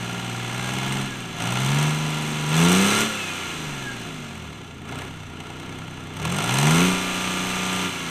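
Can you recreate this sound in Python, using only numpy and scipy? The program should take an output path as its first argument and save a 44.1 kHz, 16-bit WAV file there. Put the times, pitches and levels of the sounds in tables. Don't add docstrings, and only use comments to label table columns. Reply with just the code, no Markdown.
import sys
import numpy as np
from scipy import signal
from scipy.fft import rfft, irfft
from scipy.io import wavfile
from scipy.ndimage import uniform_filter1d, map_coordinates

SR = 44100
rng = np.random.default_rng(int(sys.argv[2]) if len(sys.argv) > 2 else 0)


def rack_gain(trim_db):
    fader = np.asarray(trim_db, float)
    return 10 ** (fader / 20)


def log_audio(samples):
    frames = np.atleast_2d(samples).T
    limited = np.clip(frames, -1, 1)
    pcm = np.round(limited * 32767).astype(np.int16)
    wavfile.write(sys.argv[1], SR, pcm)


N = 357198

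# t/s, bank rate f/Hz (three firings a turn)
SPEED = [(0, 59.53), (.47, 60), (1.02, 68.3), (1.36, 53.66), (1.84, 75.52), (2.0, 76.84), (2.49, 75),
         (3.03, 111.2), (3.74, 69.74), (4.2, 48.9), (4.79, 25.75), (5.07, 34.21), (5.32, 29.1),
         (5.78, 32.34), (6.15, 30.48), (6.86, 91.85), (7.87, 92.58), (8.1, 81)]
# start t/s, fuel after the move [0-1], travel t/s
RACK = [(.4, 0.43, 0.25), (0.98, 0.04, 0.1), (1.36, 0.65, 0.051), (1.85, 0.26, 0.1), (2.458, 1, 0.14),
        (2.7, 0.87, .15), (3.009, .01, 0.069), (4.85, 0.48, 0.038), (5.01, 0.05, 0.084), (5.3, .2, 0.15),
        (5.65, 0.13, 0.22), (6.11, 0.85, 0.14), (6.45, 1, 0.056), (6.8, 0.32, 0.17), (7.6, 0.42, 0.21),
        (7.849, 0.06, .04)]
START_FUEL, BURN_POWER = 0.18, 0.94
FAST_HZ = 100
GROWL_DB = (-40.5, 1.5, 10.5, 11)
GAS_DB = (-44, 0.5, 10.5, -1.5)
CLATTER_DB = (-31, 8.5, 9, -1.03)
HISS_DB = (-10.5, 1.2, 4, -1.5)
CLANK_DB = (-2.5, -0.5, 0.5, -1)
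THUD_DB = (-18.5, -4, 3.5, 0.5)
KNOCK_SHARE = (0.24, -0.019, 0.42, 0.046)
HISS_POWER = 1.03

# bank rate f/Hz, level/dB of its 1st to 5th multiple
FULL_TONES = [(28.45, -53, -52, -42, -38, -32), (38, -56, -35, -33, -28, -42),
              (50.5, -53, -39, -27.5, -28, -44), (60, -60, -27.5, -29.5, -47, -46),
              (75, -45, -16, -28, -37.5, -33), (90.47, -38, -19.5, -27.5, -28.5, -32),
              (97.82, -33.5, -17.5, -36, -31, -30), (106.1, -37, -24, -39, -40, -52)]
# bank rate f/Hz, level/dB of its 1st to 5th multiple
DRY_TONES = [(27.8, -59, -70, -46, -55, -44.5), (38, -66, -43, -49.5, -39, -48.5),
             (50.4, -56, -56, -41.5, -59, -40), (60, -56, -41, -45, -44, -54),
             (75, -50.5, -39, -46.5, -42.5, -48), (91, -46, -49.5, -55, -53.5, -63),
             (107, -44, -40, -52, -55, -41)]
TONE_POWER = [2.7, 0.48, 0.44, 1.07, 0.96]
EXHAUST_LAG_S = 0.024
# shaft order [per turn], level/dB
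BANK = [(18, -3), (21, -9), (24, -0.5), (27, -3), (33, -3), (39, -37), (42, -12.5), (45, -9)]
# shaft order [per turn], level/dB
STRAY = [(2, -7), (4, -0.5), (5, 0), (7, -12), (8, -1), (10, -5), (11, 0.5), (13, -2), (14, -17), (16, -6),
         (17, -4.5), (19, -20), (20, -5.5)]
# f/Hz, level/dB
STUB = [(102, -14), (123, -4.5), (165, -4), (250, -1.5), (320, -5), (385, 0.5), (520, -8.5), (800, -42)]
# f/Hz, level/dB
RUMBLE = [(20, -30), (50, -30), (90, -7), (150, -1.5), (260, -5.5), (400, -3), (550, -17.5), (900, -18),
          (3000, -56)]

# angle [turns], level/dB
BLOWS = [
    (0, 0),
    (.235, -7),
    (.333, -2.5),
    (.57, -6),
    (.667, -2.5),
    (.9, -6),
]
KNOCKS = [0.642, 0.736, 1.420, 1.521, 1.617, 1.702, 1.785, 2.503, 2.577, 4.921, 5.017, 5.401, 5.597, 5.785,
          5.971, 6.167, 6.251, 6.321, 6.384, 6.44, 6.539]
# order [per turn], level/dB
VALVES = [(21, -14.5), (22, 2.5), (24, 1.5), (26, -4.5), (29, 3), (30, -13), (31, 1.5), (32, 5), (33, 2.5),
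          (34, -31), (37, 4), (38, -7), (39, 10.5), (40, -17), (42, -7.5), (43, 3.5), (45, 1.5), (46, -2.5),
          (47, 4.5)]
# f/Hz, level/dB
CLANK = [(300, -27.5), (500, -4.5), (700, -1), (950, -0.5), (1300, 2.5), (1550, -6.5), (2200, -26),
         (5000, -66.5)]
# f/Hz, level/dB
CLATTER = [(800, -10.5), (1500, -1), (2000, 1), (2600, 4), (3500, -1), (4300, -5.5), (5200, -11),
           (7000, -7.5), (11000, -53)]
# f/Hz, level/dB
HISS = [(2500, -18.5), (4500, -11.5), (6000, -4), (7200, -12), (8800, -4.5), (10000, -11), (12300, -14),
        (14300, -16.5), (16000, -23)]
# f/Hz, level/dB
THUD = [(300, -35), (620, -9), (810, 2), (1100, -5), (1400, -20), (2200, -24), (3500, -30), (6000, -55)]
# f/Hz, width f/Hz, lift level/dB
RINGS = [(266.4, 12, 8.5), (356, 29, -1.5), (720, 45, 3), (946, 13, 7.5), (1395.6, 105, 11),
         (1679, 86, 8.5), (2127, 190, 5.5), (2290, 67, 0), (2940, 660, 5), (3474, 124, 7), (4050, 135, 8.5),
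         (4580, 160, 0), (6155, 680, 7.5), (7480, 220, 6.5), (8200, 820, 10), (9440, 210, 3),
         (11650, 900, 5), (13050, 500, 5), (14850, 600, 3)]

GEAR_TEETH, BLOWER_TEETH = 78, 104
# f/Hz, width f/Hz, lift level/dB
GEAR_CASE = [
    (1646, 86, 20.5),
    (2277.4, 185, 13.5),
    (2472, 114.6, 11.5),
    (2614, 173, 19),
]
QUIET_DB, STILL_FUEL, STILL_SPAN = -26, .72, .15
SLACK_DB = 2

# delay t/s, level/dB
YARD = [
    (0.01, -10.5),
    (0.046, -7),
    (0.085, -9.5),
    (0.139, -12.5),
]
# t/s, level/dB
GUSTS = [
    (0, -53),
    (3.3, -58),
    (3.6, -48),
    (4.4, -58),
    (5.7, -53),
    (6.9, -48),
    (8.1, -54),
]
# f/Hz, level/dB
WIND = [(20, 19), (55, 6), (110, -48), (600, -60)]


def unit(x):
    return x / np.sqrt(np.mean(x ** 2))


def shape_db(points, hz):
    f, db = np.transpose(points)
    return np.interp(np.log(np.maximum(hz, 1)), np.log(f), db)


def resonance_db(table, hz):
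    return sum(lift / (1 + (2 * (hz - f) / width) ** 2) for f, width, lift in table)


def colour(x, points):
    hz = np.arange(2049) * SR / 4096
    db = shape_db(points, hz) + resonance_db(RINGS, hz)
    cepstrum = irfft(np.log(rack_gain(db)))
    cepstrum[1:2048] *= 2
    cepstrum[2049:] = 0
    response = irfft(np.exp(rfft(cepstrum)))
    return unit(signal.fftconvolve(x, response)[:N])


def walk(rate):
    k = int(SR / rate)
    levels = rng.standard_normal(600)[:N // k + 2]
    w = np.repeat(levels, k)
    w = uniform_filter1d(uniform_filter1d(w, k), k)[:N]
    return w / w.std()


def curve(table):
    s, values = np.transpose(table)
    return np.interp(np.arange(N) / SR, s, values)


def law(numbers, octaves, burn):
    base, per_octave, at_burn, burn_per_octave = numbers
    return base + per_octave * octaves + burn ** BURN_POWER * (at_burn + burn_per_octave * octaves)


def rack():
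    t = np.arange(N) / SR
    fuel = last = START_FUEL
    for start_s, target, travel_s in RACK:
        fuel = fuel + (target - last) * np.clip((t - start_s) / travel_s, 0, 1)
        last = target
    return np.clip(fuel, 0, 1)


def exhaust(turns, bank_hz, coast, main_db, growl_db, gas_db):
    shaft_hz = bank_hz / 3
    slow = np.log2(np.minimum(bank_hz / 55, 1))
    tones = list(zip((3, 6, 9, 12, 15), main_db))
    bank_db = growl_db - 4 - 6 * slow - 7 * coast
    stray_db = growl_db - 3.5 + 9 * slow
    for table, db in [(BANK, bank_db), (STRAY, stray_db)]:
        for order, level in table:
            tones.append((order, db + level + shape_db(STUB, order * shaft_hz)))
    out = rack_gain(gas_db + 0.37 * walk(5.16)) * colour(rng.standard_normal(N), RUMBLE)
    for order, db in tones:
        jitter = (0.0048 + 0.11 * coast) * order * walk(9)
        phase = 2 * np.pi * (order * turns + rng.random()) + jitter
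        out = out + np.sqrt(2) * rack_gain(db + 1.43 * walk(7.2)) * np.sin(phase)
    return out


def blows(turns, rise_s, decay_s, scatter_db, uneven):
    marks = (np.array(KNOCKS) * SR).astype(int)
    slip = np.unwrap(-turns[marks] % 1, period=1)
    crank = turns + np.interp(np.arange(N), marks, slip)
    angle, db = np.transpose(BLOWS)
    chance = rng.standard_normal((400, len(angle), 2))
    at_turns = np.arange(len(chance))[:, None] + angle + 0.0049 * chance[..., 0]
    at = np.interp(at_turns.ravel(), crank, np.arange(N)).astype(int)
    size = rack_gain(uneven * db + scatter_db * chance[..., 1]).ravel()
    hits = np.zeros(N)
    np.add.at(hits, at, size)
    hits[[0, -1]] = 0
    for s in rise_s, decay_s:
        hits = signal.lfilter([1], [1, -np.exp(-1 / (s * SR))], hits)
    return hits / np.sqrt(uniform_filter1d(hits ** 2, SR // 4) + 1e-9)


def repeating(turns, drift):
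    lift_db = np.zeros(513)
    for order, db in VALVES:
        lift_db[order] = db
    creep = drift * np.cumsum(rng.standard_normal((400, 513)), axis=0)
    phase = 2 * np.pi * rng.random(513) + creep
    pattern = irfft(rack_gain(lift_db) * np.exp(1j * phase))
    return unit(map_coordinates(pattern.ravel(), [turns * pattern.shape[1]], order=1))


def struck_metal(points, burst, share, lock, locked):
    share = np.clip(share, 0, 1)
    gate = np.sqrt(1 - share + share * burst ** 2)
    noise = np.sqrt(1 - lock) * rng.standard_normal(N) + np.sqrt(lock) * locked
    return colour(gate * noise, points)


def gear_whine(turns, coast, whine_db):
    wobble = .7 * walk(40) + .8 * np.sin(2 * np.pi * turns)
    whine = 1.7 * rack_gain(1.6 * walk(14) + 2.5 * walk(4)) * np.sin(2 * np.pi * GEAR_TEETH * turns + wobble)
    chatter = np.sin(2 * np.pi * BLOWER_TEETH * turns + walk(40))
    return rack_gain(whine_db) * (whine + .4 * coast * rack_gain(4 * walk(14)) * chatter)


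def gear_db(bank_hz, fuel):
    lift = resonance_db(GEAR_CASE, GEAR_TEETH * bank_hz / 3)
    return QUIET_DB + lift * np.clip((STILL_FUEL - fuel) / STILL_SPAN, 0, 1)


def block(turns, coast, clatter_db, hiss_db, clank_db, knock, thud_db, whine_db):
    sharp = blows(turns, rise_s=.0017, decay_s=.003, scatter_db=2.0, uneven=1.2)
    dull = blows(turns, rise_s=.002, decay_s=.0045, scatter_db=1.9, uneven=1.3)
    lead = blows(turns, rise_s=.002, decay_s=.006, scatter_db=1.3, uneven=4)
    locked = repeating(turns, drift=.22)
    loaded = 1 - coast / 2
    clank = struck_metal(CLANK, dull, knock, .85 * loaded, locked)
    clatter = struck_metal(CLATTER, dull, 1.05 * knock, .3 * loaded, locked)
    hiss = struck_metal(HISS, sharp, 1.95 * knock, 0, locked)
    thud = colour(lead * rng.standard_normal(N), THUD)
    out = rack_gain(thud_db) * thud + rack_gain(clank_db) * clank + clatter + rack_gain(hiss_db) * hiss
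    return rack_gain(clatter_db) * (out + gear_whine(turns, coast, whine_db))


def echoes(x, wet_db):
    return x + sum(rack_gain(db + wet_db) * np.roll(x, int(s * SR)) for s, db in YARD)


def wind_on_microphone():
    return rack_gain(curve(GUSTS) + 3.0 * walk(3.3)) * colour(rng.standard_normal(N), WIND)


def scene():
    bank_hz = uniform_filter1d(curve(SPEED), SR // 14, mode="nearest")
    turns = np.cumsum(bank_hz) / SR / 3
    octaves = np.log2(bank_hz / FAST_HZ)
    slowing = -uniform_filter1d(np.gradient(np.log(bank_hz)) * SR, SR // 8)
    coast = np.clip(slowing / .4, 0, 1)
    fuel = rack()
    burnt = np.interp(np.arange(N) - EXHAUST_LAG_S * SR, np.arange(N), fuel)

    main_db = []
    full_hz, *full = np.transpose(FULL_TONES)
    dry_hz, *unfuelled = np.transpose(DRY_TONES)
    for full_db, dry_db, power in zip(full, unfuelled, TONE_POWER):
        low = np.interp(bank_hz, dry_hz, dry_db)
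        high = np.interp(bank_hz, full_hz, full_db)
        main_db.append(low + (high - low) * burnt ** power)
    pipes = exhaust(turns, bank_hz, coast, main_db,
                    growl_db=law(GROWL_DB, octaves, burnt), gas_db=law(GAS_DB, octaves, burnt))

    metal = block(turns, coast,
                  clatter_db=law(CLATTER_DB, octaves, fuel),
                  hiss_db=law(HISS_DB, octaves, fuel ** HISS_POWER),
                  clank_db=law(CLANK_DB, octaves, fuel),
                  knock=law(KNOCK_SHARE, octaves, fuel),
                  thud_db=law(THUD_DB, octaves, fuel) - 8 * coast,
                  whine_db=gear_db(bank_hz, fuel) + SLACK_DB * coast)
    return (pipes + echoes(metal, wet_db=-6) + wind_on_microphone())[None]


def roll_off(x):
    return signal.sosfilt(signal.butter(12, 15760, fs=SR, output="sos"), x)


def record(dry):
    low_pass = signal.ellip(10, .5, 40, 15280, fs=SR, output="sos")
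    mix = signal.sosfilt(low_pass, dry)
    return roll_off(mix)


dry = scene()
out = record(dry)
log_audio(out)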